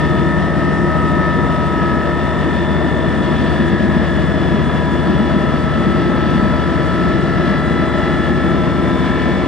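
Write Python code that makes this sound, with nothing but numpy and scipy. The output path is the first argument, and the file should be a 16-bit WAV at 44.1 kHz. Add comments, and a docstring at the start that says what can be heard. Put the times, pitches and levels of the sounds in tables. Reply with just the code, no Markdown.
"""A locomotive gathers speed

From an open cab window, a diesel engine drones and its generator whines. Both follow
the engine's shaft, which runs too fast for a moment and then settles. The gears that
drive the wheels whine higher as the train speeds up. Wheels thud on the rails over
rumble, drumming, rolling hiss and cooling air, and loose fittings rattle now and then."""
import sys
import numpy as np
from scipy import signal
from scipy.fft import rfft, irfft, next_fast_len
from scipy.io import wavfile

SR = 44100
rng = np.random.default_rng(int(sys.argv[2]) if len(sys.argv) > 2 else 0)


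def generate_wav(signal):
    """Clip the signal to [-1, 1] and save it as 16-bit WAV at the path in sys.argv[1]."""
    frames = np.transpose(np.atleast_2d(signal))
    scaled = np.clip(frames, -1, 1) * 32767
    pcm = np.round(scaled).astype(np.int16)
    wavfile.write(sys.argv[1], SR, pcm)


N = 417627
MARGIN = 2000  # spare samples at each end, so the sound starts and stops in full flow
SAMPLES = np.arange(-MARGIN, N + MARGIN)
STEPS = np.arange(-MARGIN, N + MARGIN + 100, 100)  # slow changes need only every 100th sample
STEP_S = STEPS / SR
FFT_SIZE = next_fast_len(N + 8192)
BIN_HZ = np.maximum(np.arange(FFT_SIZE // 2 + 1) * SR / FFT_SIZE, 1)


def from_db(db):
    """Turn decibels into a number to multiply by."""
    return 10 ** (np.asarray(db) / 20)


def per_sample(slow):
    """Fill in a slow curve so that every sample has a value."""
    return np.interp(SAMPLES, STEPS, slow)


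def over_time(rows):
    """Join (time, value) points into a slow curve."""
    times_s, values = np.transpose(rows)
    return np.interp(STEP_S, times_s, values)


def over_pitch(rows):
    """Join (pitch, values...) points into one curve over pitch for each value column."""
    pitch_hz, *columns = np.transpose(rows)
    return [np.interp(np.log(BIN_HZ), np.log(pitch_hz), column) for column in columns]


def bumps(place, rows):
    """Add up smooth hills and dips along time or pitch."""
    return sum(height * np.exp(-(2 * (place - centre) / width) ** 2) for centre, width, height in rows)


def drift(rate_hz):
    """A smooth random wander, usually between about -1 and 1."""
    pole = np.exp(-200 * np.pi * rate_hz / SR)
    noise = rng.standard_normal(len(STEPS) + 1000)
    slow = signal.lfilter([1], [1, -2 * pole, pole * pole], noise)[1000:]
    return (slow - slow.mean()) / slow.std()


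def tone(cycles, level_db, shift_cycles):
    """A pure tone that follows a running count of cycles."""
    return per_sample(np.sqrt(2) * from_db(level_db)) * np.sin(2 * np.pi * (cycles + shift_cycles))


def shaft_speed():
    """Shaft turns per second: the governor (speed control) overshoots, then sags to its setting."""
    set_speed, settle_s = 12.501, 1.12
    lurch_fade_s, lurch_delay_s, lurch_period_s = .3015, .244, 2.414
    excess = 1.098 * np.exp(-STEP_S / settle_s)
    swing = np.cos(2 * np.pi * (STEP_S - lurch_delay_s) / lurch_period_s)
    lurch = 1.25 * np.exp(-STEP_S / lurch_fade_s) * swing
    return set_speed + excess - lurch


# Engine tones, low from firing, higher from valves and generator: cycles_per_turn, level_db
ENGINE_TONES = [(3.0, -44.2), (4.5, -26.8), (5.0, -34.7), (6.0, -20.5), (9.0, -30.1), (11.0, -32.0),
                (13.0, -28.8), (14.0, -29.8), (15.0, -29.1), (16.0, -29.5), (19.0, -32.2), (20.0, -34.4),
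                (24.0, -34.4), (32.0, -42.8), (35.0, -42.8), (36.0, -42.3), (38.0, -45.9), (46.0, -44.1),
                (48.0, -40.8), (52.0, -40.2), (54.0, -45.9), (55.0, -43.5), (56.0, -46.3), (59.0, -46.1),
                (60.0, -48.3), (70.0, -50.4), (96.0, -49.1), (117.0, -54.3), (124.0, -51.4), (154, -49)]


def engine_drone(turns):
    """Tones locked to the turning shaft; the low firing tones hold steadier than the high ones."""
    drone = np.zeros(len(turns))
    for per_turn, level_db in ENGINE_TONES:
        waver_db = 1 if per_turn < 13 else 2
        drone += tone(per_turn * turns, level_db + waver_db * drift(1), rng.random())
    return drone


# Narrow bands where the cab boosts or dulls a gliding whine: pitch_hz, width_hz, boost_db
CAB_BANDS = [(338, 5, 2), (961, 2.5, -4), (966, 4, 1.5), (977, 3, -9), (981, 2, 0), (985, 3, -12),
             (991.5, 4, -10), (995.5, 2.5, -14), (1278, 4, 4), (1282, 4, 4.5), (1289, 6, -12),
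             (1296, 8, -11), (1300, 5, -7), (1304, 3, -1), (1313, 10, 1), (1327, 8, -3), (1360, 12, -8),
             (1380, 14, 4), (1792, 30, 7), (1928, 5, 8), (1950, 9, 10), (1970, 14, 11), (1986, 16, 18),
             (2002, 8, 10), (2258, 32, 18), (3403, 36, 17)]
# The generator's slot whine, its overtones and fainter whistles: cycles_per_turn
SLOT_TONES = (130, 134, 138, 142, 146, 272, 276, 280, 284, 366.1, 414, 418, 406, 410, 430, 434, 442, 150)
# How loud each slot tone usually is: level_db
SLOT_LEVELS = (-45, -40, -36.5, -36, -42.5, -59.5, -51, -53, -52, -63, -68, -68, -76, -72, -78, -78, -78,
               -49)
# When slot tones swell or sink, one list for each tone: middle_s, length_s, boost_db
SLOT_CHANGES = [
    [(1.2, .6, 3), (4.9, 0.73, 7.5), (6.2, 0.6, 10), (7.6, .8, 9), (9.0, 0.76, 9.5)],
    [(1.9, 0.29, 12), (3.9, 0.95, 11), (4.9, 0.77, 7.5), (7.5, 0.42, 10)],
    [(.3, 0.19, 8), (.75, 0.31, 4), (1.3, 0.31, 9), (2, 0.32, 4), (4.3, 1.1, 5), (5.4, 1.4, -2),
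     (7.1, 1, 4.5), (8.3, 0.9, 8), (8.8, 0.34, -19), (9.2, 0.35, 5)],
    [(.05, 0.24, 2), (1.2, 0.6, 3.5), (4.5, 0.53, -8), (8.4, 0.81, -7), (9.2, 0.39, 6.5)],
    [(0, 0.23, 12.5), (1, 1, 2), (2.4, 1.1, 8), (3.9, 1.1, 6), (4.8, .5, -4), (6, 0.71, -8), (8.1, .9, 8.5)],
    [(1.7, .5, 11), (3.4, .5, 7), (7.4, 0.4, -4.5)],
    [(.25, 0.73, 8), (2.8, 0.95, 2), (4.6, 1, 7), (7.5, .6, 3), (8.5, 0.63, 3.5)],
    [(.1, 0.33, 8), (3, 0.92, -6), (8.5, 0.46, 3), (9.2, 0.47, 11.5)],
    [(.5, 1.5, -8), (5.5, 0.55, -4), (6.8, 0.46, -10), (9, 0.55, 7.5)],
    [(3.6, 0.62, 8), (4.4, 0.62, -6), (6.4, 3.3, 11), (8.6, 1, -8.5), (9.3, 0.42, 10)],
    [(4.5, .8, -11), (7.5, 4, 10)],
    [(.7, .6, 9), (2.1, .6, 9), (4.4, .8, 9), (7.1, 0.95, 6)],
    [(1.9, .4, 10), (8.2, 2.5, 11)],
    [(.7, .4, 11), (1.5, .4, 12), (4, 1.5, 8)],
    [(1.17, .25, 22), (1.75, 0.22, 15)],
    [(.45, 0.27, 22), (.72, 0.22, 12)],
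    [(.8, .25, 20)],
    [(.6, 1.1, 0), (3.6, 1.6, 3.5), (7.2, .6, 5), (8.5, 0.88, 7)],
]
# When overtones in the housing swell or sink together: middle_s, length_s, boost_db
HOUSING_CHANGES = [(0.097, 0.44, 0), (.65, 0.65, -6.5), (1.95, 0.29, -6), (3.0, 2, 6), (3.9, .2, 0),
                   (5.2, .3, 1), (7.3, .25, -5)]
# Side tones about an octave above the slot whine: cycles_per_turn, level_db
HOUSING_TONES = [(264, -54), (268, -50), (288, -53), (292, -62), (300, -54)]


def generator_whine(turns, turns_per_s):
    """The generator's slots make close tones, loosely in step, that buzz four times a turn."""
    whine = np.zeros(len(turns))
    together_db = bumps(STEP_S, HOUSING_CHANGES)
    for per_turn, usual_db, swells in zip(SLOT_TONES, SLOT_LEVELS, SLOT_CHANGES):
        level_db = usual_db + bumps(per_turn * turns_per_s, CAB_BANDS) + bumps(STEP_S, swells)
        if 275 < per_turn < 300:
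            level_db += together_db
        waver_db = 1.8 if per_turn > 300 else 1.7 if per_turn > 200 else .9
        level_db += waver_db * drift(4)
        whine += tone(per_turn * turns, level_db, shift_cycles=per_sample(.12 * drift(.32)))
    housing_hz, width_hz = 3505, 300  # side tones are loudest where the housing rings
    for per_turn, usual_db in HOUSING_TONES:
        off_centre = 2 * (per_turn * turns_per_s - housing_hz) / width_hz
        housing_db = together_db - 10 * np.log10(1 + off_centre ** 4)
        whine += tone(per_turn * turns, usual_db - 4 + housing_db + 2.5 * drift(.92), rng.random())
    return whine


# Low hums and thin generator and blower whistles: cycles_per_turn, start_db, end_db
LOAD_TONES = [(12, -20.5, -24.5), (21, -35, -24.5), (29, -41, -32), (27, -30, -28.5), (64, -45, -40),
              (68, -43, -40), (140, -58, -46), (557.3, -70, -78), (594.7, -70, -64), (637.1, -65, -76),
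              (661, -68, -68), (689.8, -69, -72)]


def hums_and_whistles(turns, turns_per_s):
    """Tones that follow the shaft and swell or fade as the engine takes up the load."""
    sound = np.zeros(len(turns))
    for per_turn, start_db, end_db in LOAD_TONES:
        level_db = np.linspace(start_db, end_db, len(STEPS)) + bumps(per_turn * turns_per_s, CAB_BANDS)
        waver_db = .9 if per_turn < 30 else 2.8
        sound += tone(per_turn * turns, level_db + waver_db * drift(.8), rng.random())
    return sound


# The main gear tones: cycles_per_tooth
GEAR_TONES = (.75366, 1, 1.50754, 1.70045)
# How loud each main gear tone usually is: level_db
GEAR_LEVELS = (-30.5, -27.5, -50.5, -57.5)
# Fainter gear tones: cycles_per_tooth, start_db, end_db
FAINT_GEAR_TONES = [(.7275, -50, -50), (.7796, -44, -43), (1.0290, -42, -54), (1.0492, -42, -44),
                    (1.457, -52, -52), (1.9997, -57, -57), (2.0985, -60, -60), (2.2610, -61, -61)]


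def gear_whine():
    """Gear teeth meet faster as the train speeds up, so their whine slowly climbs."""
    start_hz, climb_hz_per_s = 1271.4, 5.964
    tooth_hz = start_hz + climb_hz_per_s * STEP_S
    teeth = np.cumsum(per_sample(tooth_hz + .6 * drift(3))) / SR
    levels_db = [usual_db + bumps(per_tooth * tooth_hz, CAB_BANDS)
                 for per_tooth, usual_db in zip(GEAR_TONES, GEAR_LEVELS)]
    whine = np.zeros(len(teeth))
    for per_tooth, level_db in zip(GEAR_TONES, levels_db):
        waver_db = 1.2 if per_tooth < 1 else .8
        whine += tone(per_tooth * teeth, level_db + waver_db * drift(5), rng.random())
    whine += tone(3 * teeth, levels_db[2] - 15, rng.random())  # grows with the third main tone
    for per_tooth, start_db, end_db in FAINT_GEAR_TONES:
        level_db = np.linspace(start_db, end_db, len(STEPS)) + 1
        level_db += bumps(per_tooth * tooth_hz, CAB_BANDS)
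        whine += tone(per_tooth * teeth, level_db + 2.5 * drift(.27), rng.random())
    return whine


# How loud the patter of the wheels is: time_s, level_db
PATTER_LEVELS = [(0, -37), (.7, -34), (1.4, -44), (2.3, -30), (3.2, -27), (3.7, -19.5), (4.8, -24),
                 (6.3, -19), (7.6, -24.5), (9.47, -27.5)]
# Heavier single blows of a wheel on the rail: start_s, strength_db
WHEEL_JOLTS = [(3.593, -15), (4.017, -15), (4.545, -21), (4.952, -21), (5.234, -18), (5.538, -18),
               (6.094, -16.5), (7.074, -22)]
# Notes of the frame that holds the wheels: pitch_hz, level_db, ring_s (time to fade by 60 dB)
FRAME_NOTES = [(179, -3.5, 0.095), (211.7, 4.5, 0.1), (232.2, -6, 0.27), (233, -13.5, 0.027),
               (358, -15, 0.15)]


def wheel_thuds(blows_per_s=60, spread_db=1.5):
    """Wheels meet rough spots at random and sometimes take a jolt; each blow rings their frame."""
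    count = len(SAMPLES)
    blows, ringing = np.zeros((2, 2, count))  # in each, row 0 is the patter and row 1 the jolts
    rough_spots = rng.random(count) < blows_per_s / SR
    blows[0] = rough_spots * from_db(spread_db * np.minimum(rng.exponential(1, count), 4))
    start_s, strength_db = np.transpose(WHEEL_JOLTS)
    blows[1, (start_s * SR).astype(int) + MARGIN] = from_db(strength_db)
    for pitch_hz, level_db, ring_s in FRAME_NOTES:
        fade, angle = from_db(-60 / (ring_s * SR)), 2 * np.pi * pitch_hz / SR
        unevenness = 1 + [[.64], [.15]] * rng.standard_normal(count)
        strikes = blows * unevenness * from_db(level_db) + 1e-18
        ringing += signal.lfilter([0, np.sin(angle)], [1, -2 * fade * np.cos(angle), fade ** 2], strikes)
    patter, jolts = signal.sosfilt(signal.butter(2, [120, 420], "band", fs=SR, output="sos"), ringing)
    return patter / patter.std() * per_sample(from_db(over_time(PATTER_LEVELS))) + jolts


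# Where the locomotive's panels and ducts ring: pitch_hz, width_hz, boost_db
PANEL_RINGS = [(347.3, 51, 8.5), (468, 19, 5.5), (619.4, 93, 9.5), (710, 8.6, -2), (1298, 195, 6.5),
               (1755, 230, 3), (1943, 435, 8.5), (2932, 110, 4), (3406, 160, 5.5)]


def panel_noise(shape, level_db, flicker_db, flicker_hz):
    """Two separate flickering noises with the given tone shape, ringing in panels and ducts."""
    shape_db = over_pitch(shape)[0]
    for pitch_hz, width_hz, boost_db in PANEL_RINGS:
        shape_db += boost_db / (1 + (2 * (BIN_HZ - pitch_hz) / width_hz) ** 2)
    white = rfft(rng.standard_normal((2, FFT_SIZE)))
    pair = irfft(white * from_db(shape_db), FFT_SIZE)[:, :len(SAMPLES)]
    return pair / pair.std() * per_sample(from_db(level_db + flicker_db * drift(flicker_hz)))


# Tone shape of the deep rumble: pitch_hz, relative_db
RUMBLE_SHAPE = [(20, -26), (40, -14), (60, -8), (95, -5), (200, 0), (300, -7), (420, -14), (600, -30),
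                (2000, -90)]
# Tone shape of the drumming above it: pitch_hz, relative_db
DRUMMING_SHAPE = [(300, -20), (420, -6), (520, -6.7), (700, -6.7), (850, -11.5), (1100, -10.5), (1500, -17),
                  (2150, -23), (2400, -30), (6000, -90)]


def rumble_and_drumming():
    """The moving locomotive's deep noise, with a higher one that flickers faster."""
    rumble = panel_noise(RUMBLE_SHAPE, level_db=-18, flicker_db=1, flicker_hz=3.1)
    drumming = panel_noise(DRUMMING_SHAPE, level_db=-22.5, flicker_db=.7, flicker_hz=8.7)
    return rumble + drumming


# Tone shape of the rolling hiss: pitch_hz, relative_db
HISS_SHAPE = [(1500, -15), (2350, -4), (2700, -1), (3000, -2.5), (4000, -8), (5000, -11.5), (5700, -14),
              (6500, -25), (12000, -70)]
# How loud the hiss is: time_s, level_db
HISS_LEVELS = [(0, -35.5), (.9, -38), (2.3, -36.5), (2.85, -38), (3.4, -34), (4.3, -36.5), (6.3, -35),
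               (8.7, -36), (9.47, -34)]


def rolling_hiss():
    """Wheels rolling on the rails make a hiss that gently swells and sinks."""
    return panel_noise(HISS_SHAPE, over_time(HISS_LEVELS), flicker_db=1, flicker_hz=9)


# Tone shape of the cooling air: pitch_hz, relative_db
AIR_SHAPE = [(2500, -40), (4500, -8), (6500, -2), (8700, 0), (10000, -8), (11500, -15), (13000, -19),
             (14500, -19)]


def cooling_air():
    """A steady flow of cooling air makes a faint, very high rush."""
    return panel_noise(AIR_SHAPE, level_db=-51.5, flicker_db=.9, flicker_hz=9)


# When loose fittings rattle: middle_s, length_s, level_db
RATTLE_BURSTS = [(2.85, .04, -58), (3.68, .06, -50), (4.17, .05, -56), (4.76, .06, -52), (4.925, .05, -52),
                 (6.3, .05, -52), (6.87, .05, -56), (7.51, .05, -54), (8.5, .05, -56), (8.77, .05, -55),
                 (8.91, .04, -55), (8.975, .05, -51), (9.29, .06, -55)]


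def rattles(ticks_per_s=1500, band_hz=(4200, 10500)):
    """Loose fittings shake in short runs of tiny bright ticks."""
    ticks = (rng.random(len(SAMPLES)) < ticks_per_s / SR) * rng.standard_normal(len(SAMPLES))
    ticks = signal.sosfilt(signal.butter(2, band_hz, "band", fs=SR, output="sos"), ticks)
    bursts = [(middle_s, length_s, from_db(level_db)) for middle_s, length_s, level_db in RATTLE_BURSTS]
    return ticks / ticks.std() * per_sample(bumps(STEP_S, bursts))


def spectrum_of(sound):
    """Split a sound into its pitches, after fading its spare ends."""
    return rfft(sound * signal.windows.tukey(len(sound), MARGIN / len(sound)), FFT_SIZE)


# The right side compared with the left: pitch_hz, level_db, lag_radians, likeness (0 to 1)
RIGHT_SIDE = [(40, -9.4, -2.7, .97), (75, -9, -2.2, .99), (130, -5.7, -1.4, .99), (230, -2.3, -.85, .96),
              (400, -.6, -.5, .8), (600, -3.3, -.5, .78), (1000, -1.6, -.4, .74), (1300, -1.1, .35, .76),
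              (1750, -2.2, -.1, .8), (2500, -.9, .35, .86), (3800, -.7, .65, .76), (6500, -.5, 1.3, .4),
              (8500, -.9, 2, .45), (12000, -.3, 3, .66)]


def scene():
    """Tones, thuds and rattles reach both sides; noise is scattered, so the right has some of its own."""
    turns_per_s = shaft_speed()
    turns = np.cumsum(per_sample(turns_per_s)) / SR
    direct = (engine_drone(turns) + generator_whine(turns, turns_per_s)
              + hums_and_whistles(turns, turns_per_s) + gear_whine() + wheel_thuds() + rattles())
    left_noise, own_noise = rumble_and_drumming() + rolling_hiss() + cooling_air()
    right_db, lag_radians, likeness = over_pitch(RIGHT_SIDE)
    right_noise = likeness * spectrum_of(left_noise) + np.sqrt(1 - likeness ** 2) * spectrum_of(own_noise)
    right_spectrum = (spectrum_of(direct) + right_noise) * from_db(right_db) * np.exp(-1j * lag_radians)
    right = irfft(right_spectrum, FFT_SIZE)[:len(SAMPLES)]
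    return np.array([direct + left_noise, right])[:, MARGIN:MARGIN + N]


def record(dry):
    """Shift the wave slightly off zero, round its tallest peaks and cut the highest treble."""
    offset, cutoff_hz = .0065, 14250
    shifted = dry + offset
    rounded = shifted / (1 + shifted ** 12) ** (1 / 12)
    return signal.sosfilt(signal.ellip(10, .5, 50, cutoff_hz, fs=SR, output="sos"), rounded)


dry = scene()
out = record(dry)
generate_wav(out)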